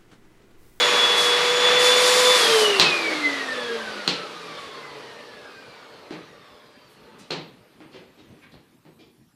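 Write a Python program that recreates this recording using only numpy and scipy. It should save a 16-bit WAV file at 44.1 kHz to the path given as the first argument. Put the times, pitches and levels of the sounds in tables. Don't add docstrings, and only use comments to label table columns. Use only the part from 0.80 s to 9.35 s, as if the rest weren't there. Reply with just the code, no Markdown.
import sys
import numpy as np
from scipy import signal
from scipy.fft import rfft, irfft, next_fast_len
from scipy.io import wavfile
from scipy.ndimage import uniform_filter1d, map_coordinates

SR = 44100
rng = np.random.default_rng(int(sys.argv[2]) if len(sys.argv) > 2 else 0)


def bounce(signal):
    frames = np.transpose(np.atleast_2d(signal))
    limited = np.clip(frames, -1, 1)
    pcm = np.round(limited * 32767).astype(np.int16)
    wavfile.write(sys.argv[1], SR, pcm)


N = 377055
OFF_S = 1.5525


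def amp(db):
    return 10 ** (np.asarray(db) / 20)


def unit(x):
    return x / np.sqrt(np.mean(x ** 2) + 1e-20)


def along(points, hz):
    point_hz, values = np.transpose(points)
    return np.interp(np.log(hz + 1), np.log(point_hz + 1), values)


def curves(rows):
    times_s, *columns = np.transpose(rows)
    return [np.interp(np.arange(N) / SR, times_s, column) for column in columns]


def wobble(rate_hz):
    knots = rng.standard_normal(int(N * rate_hz / SR) + 4)
    return map_coordinates(knots, [np.arange(N) * rate_hz / SR])


def filtered(x, response):
    size = next_fast_len(len(x) + 8192)
    return irfft(rfft(x, size) * response(np.fft.rfftfreq(size, 1 / SR)), size)[:len(x)]


def rush(response, patchy_db):
    bins = signal.stft(rng.standard_normal(N + 512), nperseg=512)[2]
    patches = uniform_filter1d(rng.standard_normal(bins.shape), size=6, axis=0)
    patches = uniform_filter1d(patches, size=10, axis=1)
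    noise = signal.istft(bins * amp(patchy_db * unit(patches)), nperseg=512)[1][:N]
    return unit(filtered(noise, response))


def pulse(spectrum, size=2048):
    db = np.maximum(along(spectrum, np.fft.rfftfreq(size, 1 / SR)), -100)
    cepstrum = irfft(np.log(amp(db)))
    cepstrum[1:size // 2] *= 2
    cepstrum[size // 2 + 1:] = 0
    wave = irfft(np.exp(rfft(cepstrum)))
    return wave / np.abs(wave).max()


def ring(hz, t60_s, attack_s):
    t = np.arange(SR // 4) / SR
    return amp(-60 * t / t60_s) * (1 - np.exp(-t / attack_s)) * np.sin(2 * np.pi * hz * t)


def room_tail(build_up_s=0.0046):
    # (frequency [Hz], t60 [s])
    decay = [(150, 0.48), (1000, 0.49), (4000, 0.42), (8000, 0.27), (14000, .08)]
    hz, t, bins = signal.stft(rng.standard_normal(SR // 2), SR, nperseg=256)
    tail = signal.istft(bins * amp(-60 * t / along(decay, hz)[:, None]), SR, nperseg=256)[1]
    tail *= 1 - np.exp(-np.arange(len(tail)) / SR / build_up_s)
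    return tail / np.linalg.norm(tail)


def narrowing(t):
    start_s, closing_s, end_s, opening_s = 1.0, 0.25, 1.935, 0.12
    return np.clip((t - start_s) / closing_s, 0, 1) * np.clip((end_s - t) / opening_s, 0, 1)


def shaft():
    # (time [s], speed [Hz])
    powered = [(0.0, 488.5), (0.25, 485.8), (0.5, 485.0), (0.75, 489.1), (1.0, 495.5), (1.25, 498.1),
               (1.5, 500.1)]
    air_drag_per_turn, bearing_drag_per_s, friction_hz_per_s = 0.001497, 0.0376, 17.5
    drag_spared, step_s = 0.29, 0.005
    times_s = np.arange(OFF_S, N / SR, step_s)
    hz = [powered[-1][1]]
    for drag in air_drag_per_turn * (1 - drag_spared * narrowing(times_s[1:])):
        braking = drag * hz[-1] ** 2 + bearing_drag_per_s * hz[-1] + friction_hz_per_s
        hz.append(hz[-1] - step_s * braking)
    shaft_hz, = curves(powered + list(zip(times_s, hz)))
    return shaft_hz, np.log10(shaft_hz / hz[0]) * (np.arange(N) > OFF_S * SR)


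def motor(shaft_hz, decades):
    # (time [s], unbalance [dB], its octave [dB], blade octave [dB])
    powered_levels = [(0.0, -27.5, -35, -37.5), (0.28, -31.5, -36.5, -46), (0.56, -27, -35, -51),
                      (0.7, -25.5, -39, -38), (0.84, -24.5, -37.5, -43), (1.12, -21.5, -32.5, -34),
                      (1.28, -22, -33, -35), (1.5, -20, -27.5, -35)]
    # (time [s], level [dB])
    blade_levels = [(0.0, -23.5), (0.038, -19), (0.064, -29), (0.24, -19), (0.288, -22), (0.544, -20.5),
                    (0.582, -31), (0.682, -31), (0.702, -25.5), (0.832, -26), (0.858, -16), (0.88, -20.5),
                    (0.914, -26.5), (1.01, -19), (1.036, -27), (1.074, -20.5), (1.16, -21), (1.246, -29.5),
                    (1.308, -22), (1.394, -31), (1.462, -20.5), (1.55, -21)]
    # (frequency [Hz], level at full speed [dB])
    rocking = [(110, -66), (128, -48), (140, -37), (154, -48), (168, -38), (187, -46), (215, -33),
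               (255, -35), (272, -33), (290, -24), (330, -31), (362, -32), (395, -23), (440, -16),
               (482, -30)]
    rocking_octave = [(380, -50), (435, -41), (460, -17.5), (505, -30), (540, -45), (1000, -37.5)]
    outlet = [(600, -62), (900, -42), (1050, -31.5), (1450, -32), (1800, -27), (1930, -23), (1980, -24),
              (2042, -15), (2110, -31), (2180, -24), (2225, -26), (2296, -22), (2400, -28.5), (2467, -16),
              (2510, -27), (2562, -13), (2620, -28), (2715, -33), (2770, -22.5), (2830, -33), (2935, -18),
              (3020, -29.5), (3140, -25.5), (3250, -23), (3370, -22.5), (3425, -31), (3490, -22.5)]
    outlet_octave = [(1000, -37), (1100, -40), (1220, -36), (1400, -43), (1650, -32), (1850, -37),
                     (1950, -42), (2020, -27.5), (2110, -47), (2200, -36), (2320, -36), (2550, -41),
                     (2900, -46), (3350, -29.5), (3700, -41.5), (4150, -35), (4800, -40.5), (6500, -46)]
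    # (harmonic, level before casing [dB])
    brush_harmonics = [(1, -45.5), (2, -50), (3, -50.5)]
    # (frequency [Hz], gain [dB])
    casing = [(1200, -31.5), (1600, -20), (1850, -6), (2100, -7), (2330, -3), (2560, 3), (2650, -9),
              (2880, -8), (3100, -4), (3500, 1), (3850, -4), (4150, -2), (4400, -4), (4600, -1), (4800, -4),
              (5300, -7), (5800, -11), (6300, -14), (7500, -16), (9000, -31)]
    blades, bars = 7, 22
    tone_db_per_decade, brush_db_per_decade, swell_db, echo_db = 33, 18, 1.0, -7.5
    off = np.clip((np.arange(N) / SR - OFF_S) / 0.022, 0, 1)
    angle = 2 * np.pi * np.cumsum(shaft_hz) / SR

    def tone(order, db, flutter):
        envelope = unit(1 + flutter * wobble(45))
        return amp(db) * np.sqrt(2) * envelope * np.cos(order * angle + flutter * wobble(45))

    def shaft_tone(order, powered_db, resonances, flutter, extra_db=0):
        coasting_db = along(resonances, order * shaft_hz) + tone_db_per_decade * decades
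        return tone(order, (1 - off) * powered_db + off * coasting_db + extra_db, flutter)

    def swell():
        return off * swell_db * wobble(14)

    low_db, low_octave_db, blade_octave_db = curves(powered_levels)
    blade_db, = curves(blade_levels)
    unbalance = shaft_tone(1, low_db, rocking, flutter=0.13)
    unbalance += shaft_tone(2, low_octave_db, rocking_octave, flutter=0.2)
    whine = shaft_tone(blades, blade_db, outlet, flutter=0.22, extra_db=swell())
    whine += shaft_tone(2 * blades, blade_octave_db, outlet_octave, flutter=0.42, extra_db=swell())
    for harmonic, db in brush_harmonics:
        order = harmonic * bars
        brush_db = db + brush_db_per_decade * decades + along(casing, order * shaft_hz)
        whine += tone(order, brush_db + swell(), flutter=0.42)
    whine *= np.clip((shaft_hz - 58) / 4, 0, 1)
    echo = amp(echo_db) * signal.fftconvolve(off * whine, room_tail())[:N]
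    return unbalance + whine + echo


def air_roar(shaft_hz, decades):
    # (frequency [Hz], density [dB])
    fast_spectrum = [(35, -71.5), (60, -66), (110, -45), (150, -23), (240, -23), (385, -15.5), (485, -15.5),
                     (531, -16.5), (668, -15), (1130, -11.5), (1400, -12), (1900, -11), (3110, -14),
                     (3490, -11.5), (3740, -12.5), (6950, -28.5), (14500, -52.5)]
    slow_spectrum = [(35, -68.5), (60, -34.5), (125, -22.5), (255, -8.5), (321, -5.5), (474, -2), (653, -7),
                     (1670, -9), (1880, -10.5), (4490, -15), (14500, -65.5)]
    # (frequency [Hz], width [Hz], boost [dB])
    hose_modes = [(431, 13, 6.5), (470, 69, 3.5), (593, 18, 10), (1187, 170, 3.5)]
    # (time [s], level [dB])
    levels = [(0.0, -20), (0.28, -22), (0.56, -20.5), (0.7, -23), (0.84, -19.5), (1.12, -19.5),
              (1.28, -19.5), (1.5, -20.5), (1.75, -18), (1.95, -20), (2.1, -20)]
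    db_per_decade = 38.5

    def hose(hz):
        return amp(sum(db / (1 + (2 * (hz - mode_hz) / width_hz) ** 2)
                       for mode_hz, width_hz, db in hose_modes))

    bright = rush(lambda hz: amp(along(fast_spectrum, hz)) * hose(hz), patchy_db=0.45)
    dull = rush(lambda hz: amp(along(slow_spectrum, hz)) * hose(hz), patchy_db=2.0)
    fast = np.clip((shaft_hz - 110) / 380, 0, 1)
    level_db = curves(levels)[0] + db_per_decade * decades + 0.58 * wobble(9)
    return amp(level_db) * (np.sqrt(fast) * bright + np.sqrt(1 - fast) * dull)


def nozzle_hiss(decades):
    # (frequency [Hz], density [dB])
    spectrum = [(1500, -40), (3000, -2.5), (4500, 5), (7000, -3), (10000, -4.5), (12500, -14.5),
                (14600, -27)]
    # (time [s], boost [dB], length [s])
    surges = [(0.36, 7, 0.18), (0.985, 8, 0.16), (1.25, 1.5, .3), (1.78, 2.5, 0.48), (3.776, 4.5, 0.12)]
    base_db, narrow_boost_db, db_per_decade = -34.5, 10.5, 43
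    t = np.arange(N) / SR
    level_db = base_db + db_per_decade * decades + narrow_boost_db * narrowing(t)
    for start_s, boost_db, length_s in surges:
        age_s = t - start_s
        level_db += boost_db * np.clip(age_s / 0.02, 0, 1) * np.clip(2 - 2 * age_s / length_s, 0, 1)
    hiss = rush(lambda hz: amp(along(spectrum, hz)), patchy_db=0.7)
    return amp(level_db + 0.43 * wobble(15)) * hiss


def room_tone(level_db=-58):
    # (frequency [Hz], density [dB])
    spectrum = [(15, -26), (25, -27.5), (53, -13), (80, -12), (120, -4.5), (160, -5.5), (240, -2.5),
                (350, -11.5), (480, -29), (678, -23.5), (1600, -26.5), (5860, -33), (14500, -34)]
    return amp(level_db) * rush(lambda hz: amp(along(spectrum, hz)), patchy_db=3.5)


def wand_ring():
    # (frequency [Hz], level [dB], t60 [s])
    modes = [(3760, -9, .05), (3970, -5, .1), (4145, -1, .26), (4200, 9, .016), (4310, -4, .1),
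             (4570, -4, .12)]
    t = np.arange(SR // 4) / SR
    out = np.zeros(len(t))
    for hz, db, t60_s in modes:
        gain = amp(db + rng.normal(0, 2.3))
        mode = ring(hz * rng.normal(1, 0.0044), t60_s, attack_s=0.00046)
        waver = 1 + 0.4 * np.sin(2 * np.pi * (rng.uniform(25, 60) * t + rng.random()))
        out += gain * mode * waver
    return out


def early_echoes():
    # (delay [s], gain [dB])
    reflections = [(.00143, -1), (.0066, -7), (0.013, -11), (0.0192, -10), (.028, -11)]
    t = np.arange(1600) / SR
    response = 0.18 * amp(-60 * t / 0.015) * rng.standard_normal(len(t))
    response[0] = 1
    for delay_s, db in reflections:
        response[round(delay_s * SR)] += amp(db)
    return response


def knocks():
    # (time [s], click [dB], then relative to it: clack [dB], thud [dB], wand ring [dB],
    # cupboard ring [dB], floor boom [dB], room tail [dB])
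    power_switch = (1.558, -8, -8, -32, -29.5, -37.5, -36, 0)
    contacts = [(1.9978, 0.5, -9, -22, -27, -31, -20, 6.5),
                (3.2773, -5.5, -11, -16.5, -18.5, -35, -35, 2.5), (5.3078, -35, -0.5, 1.5, -33, 4, 2, 8.5),
                (5.3243, -39, 5.5, -13, -33, -10, -10, 8.8), (6.505, -36.5, 12, 9, -30, -9, -3, 8.2),
                (6.5077, -19.5, -19, -18, -16, -35, -28, 7.3), (7.004, -52.5, 10, 4.5, -30, 10.5, -8, 10.2),
                (7.144, -57.5, 12, 0.5, -30, 12, 0, 11), (7.512, -60.5, -6, 10.5, -30, 9, -3, 8.9),
                (7.741, -57.5, 10.5, 9, -30, 1, 14, 7.3), (8.052, -54.5, 4, 4.5, -30, 0.5, 10, 10)]
    # (frequency [Hz], level [dB])
    click_spectrum = [(1000, -24.5), (2500, -1.5), (3600, 0), (4200, 2), (4900, -6), (6500, -15),
                      (8000, -18.5), (11000, -35), (14600, -39)]
    clack_spectrum = [(400, -40), (800, 8), (1400, 4), (2500, 4), (3500, -2), (6000, -32)]
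    thud_spectrum = [(60, -45.5), (115, -21), (157, 5.5), (220, -2.5), (350, 4.5), (600, -4.5),
                     (1200, -26.5), (4000, -71.5)]
    click, clack, thud = pulse(click_spectrum), pulse(clack_spectrum), pulse(thud_spectrum)
    out = np.zeros(N + SR)
    for contact in [power_switch] + contacts:
        start_s, db, clack_db, thud_db, wand_db, cupboard_db, floor_db, room_db = contact
        blow = amp(db) * (click + amp(clack_db) * clack + amp(thud_db) * thud)
        near = np.convolve(early_echoes(), blow)
        far = amp(room_db) * signal.fftconvolve(blow, room_tail())
        cupboards = amp(cupboard_db) * ring(hz=312, t60_s=0.25, attack_s=0.001)
        floor = amp(floor_db) * ring(hz=157, t60_s=0.22, attack_s=0.008)
        rings = amp(db) * (amp(wand_db) * wand_ring() + cupboards + floor)
        for part, delay_s in (near, 0), (rings, 0), (far, 0.003):
            out[round((start_s + delay_s) * SR):][:len(part)] += part
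    return out[:N]


def friction(length_s, centre_hz, width_hz):
    def band(hz):
        damping = (hz * width_hz) ** 2
        resonance = damping / ((centre_hz ** 2 - hz ** 2) ** 2 + damping)
        return resonance / (1 + (hz / max(6400, 2 * centre_hz)) ** 4)

    size = round(length_s * SR)
    return unit(filtered(np.hanning(size) * rng.standard_normal(size), band))


def scuffs(room_db=2.0):
    # (time [s], length [s], scrape [dB], its centre [Hz], its width [Hz], pad [dB])
    strokes = [(6.05, 0.57, -68.5, 1190, 2000, -64.5), (6.069, 0.09, -71, 10000, 8000, -78),
               (6.381, 0.031, -59, 6700, 9000, -78), (6.388, 0.039, -60, 3500, 3000, -78),
               (6.75, 0.61, -80, 1500, 3000, -67.5), (6.998, 1, -73, 1490, 3460, -74),
               (7.099, 0.072, -65, 4200, 1400, -80), (7.106, 0.084, -59, 2500, 3520, -53.5),
               (7.355, 0.073, -66.5, 3430, 2500, -63), (7.604, 0.045, -64, 2350, 500, -77),
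               (7.614, 0.041, -60, 1600, 2000, -80), (7.714, 0.019, -60.5, 3980, 1800, -62),
               (8.181, 0.048, -64, 3600, 3000, -56), (8.184, 0.04, -66, 2350, 500, -80)]
    out = np.zeros(N + SR)
    for start_s, length_s, scrape_db, centre_hz, width_hz, pad_db in strokes:
        scrape = amp(scrape_db) * friction(length_s, centre_hz, width_hz)
        pad = amp(pad_db) * friction(length_s, centre_hz=290, width_hz=340)
        near = scrape + pad
        far = amp(room_db) * signal.fftconvolve(near, room_tail())
        for part in near, far:
            out[round(start_s * SR):][:len(part)] += part
    return out[:N]


def scene():
    shaft_hz, decades = shaft()
    vacuum = motor(shaft_hz, decades) + air_roar(shaft_hz, decades) + nozzle_hiss(decades)
    return (vacuum + room_tone() + knocks() + scuffs())[None]


def record(dry):
    top_hz = 14640
    return filtered(np.clip(dry[0], -1, 1), lambda hz: hz < top_hz)[None]


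dry = scene()
out = record(dry)
bounce(out)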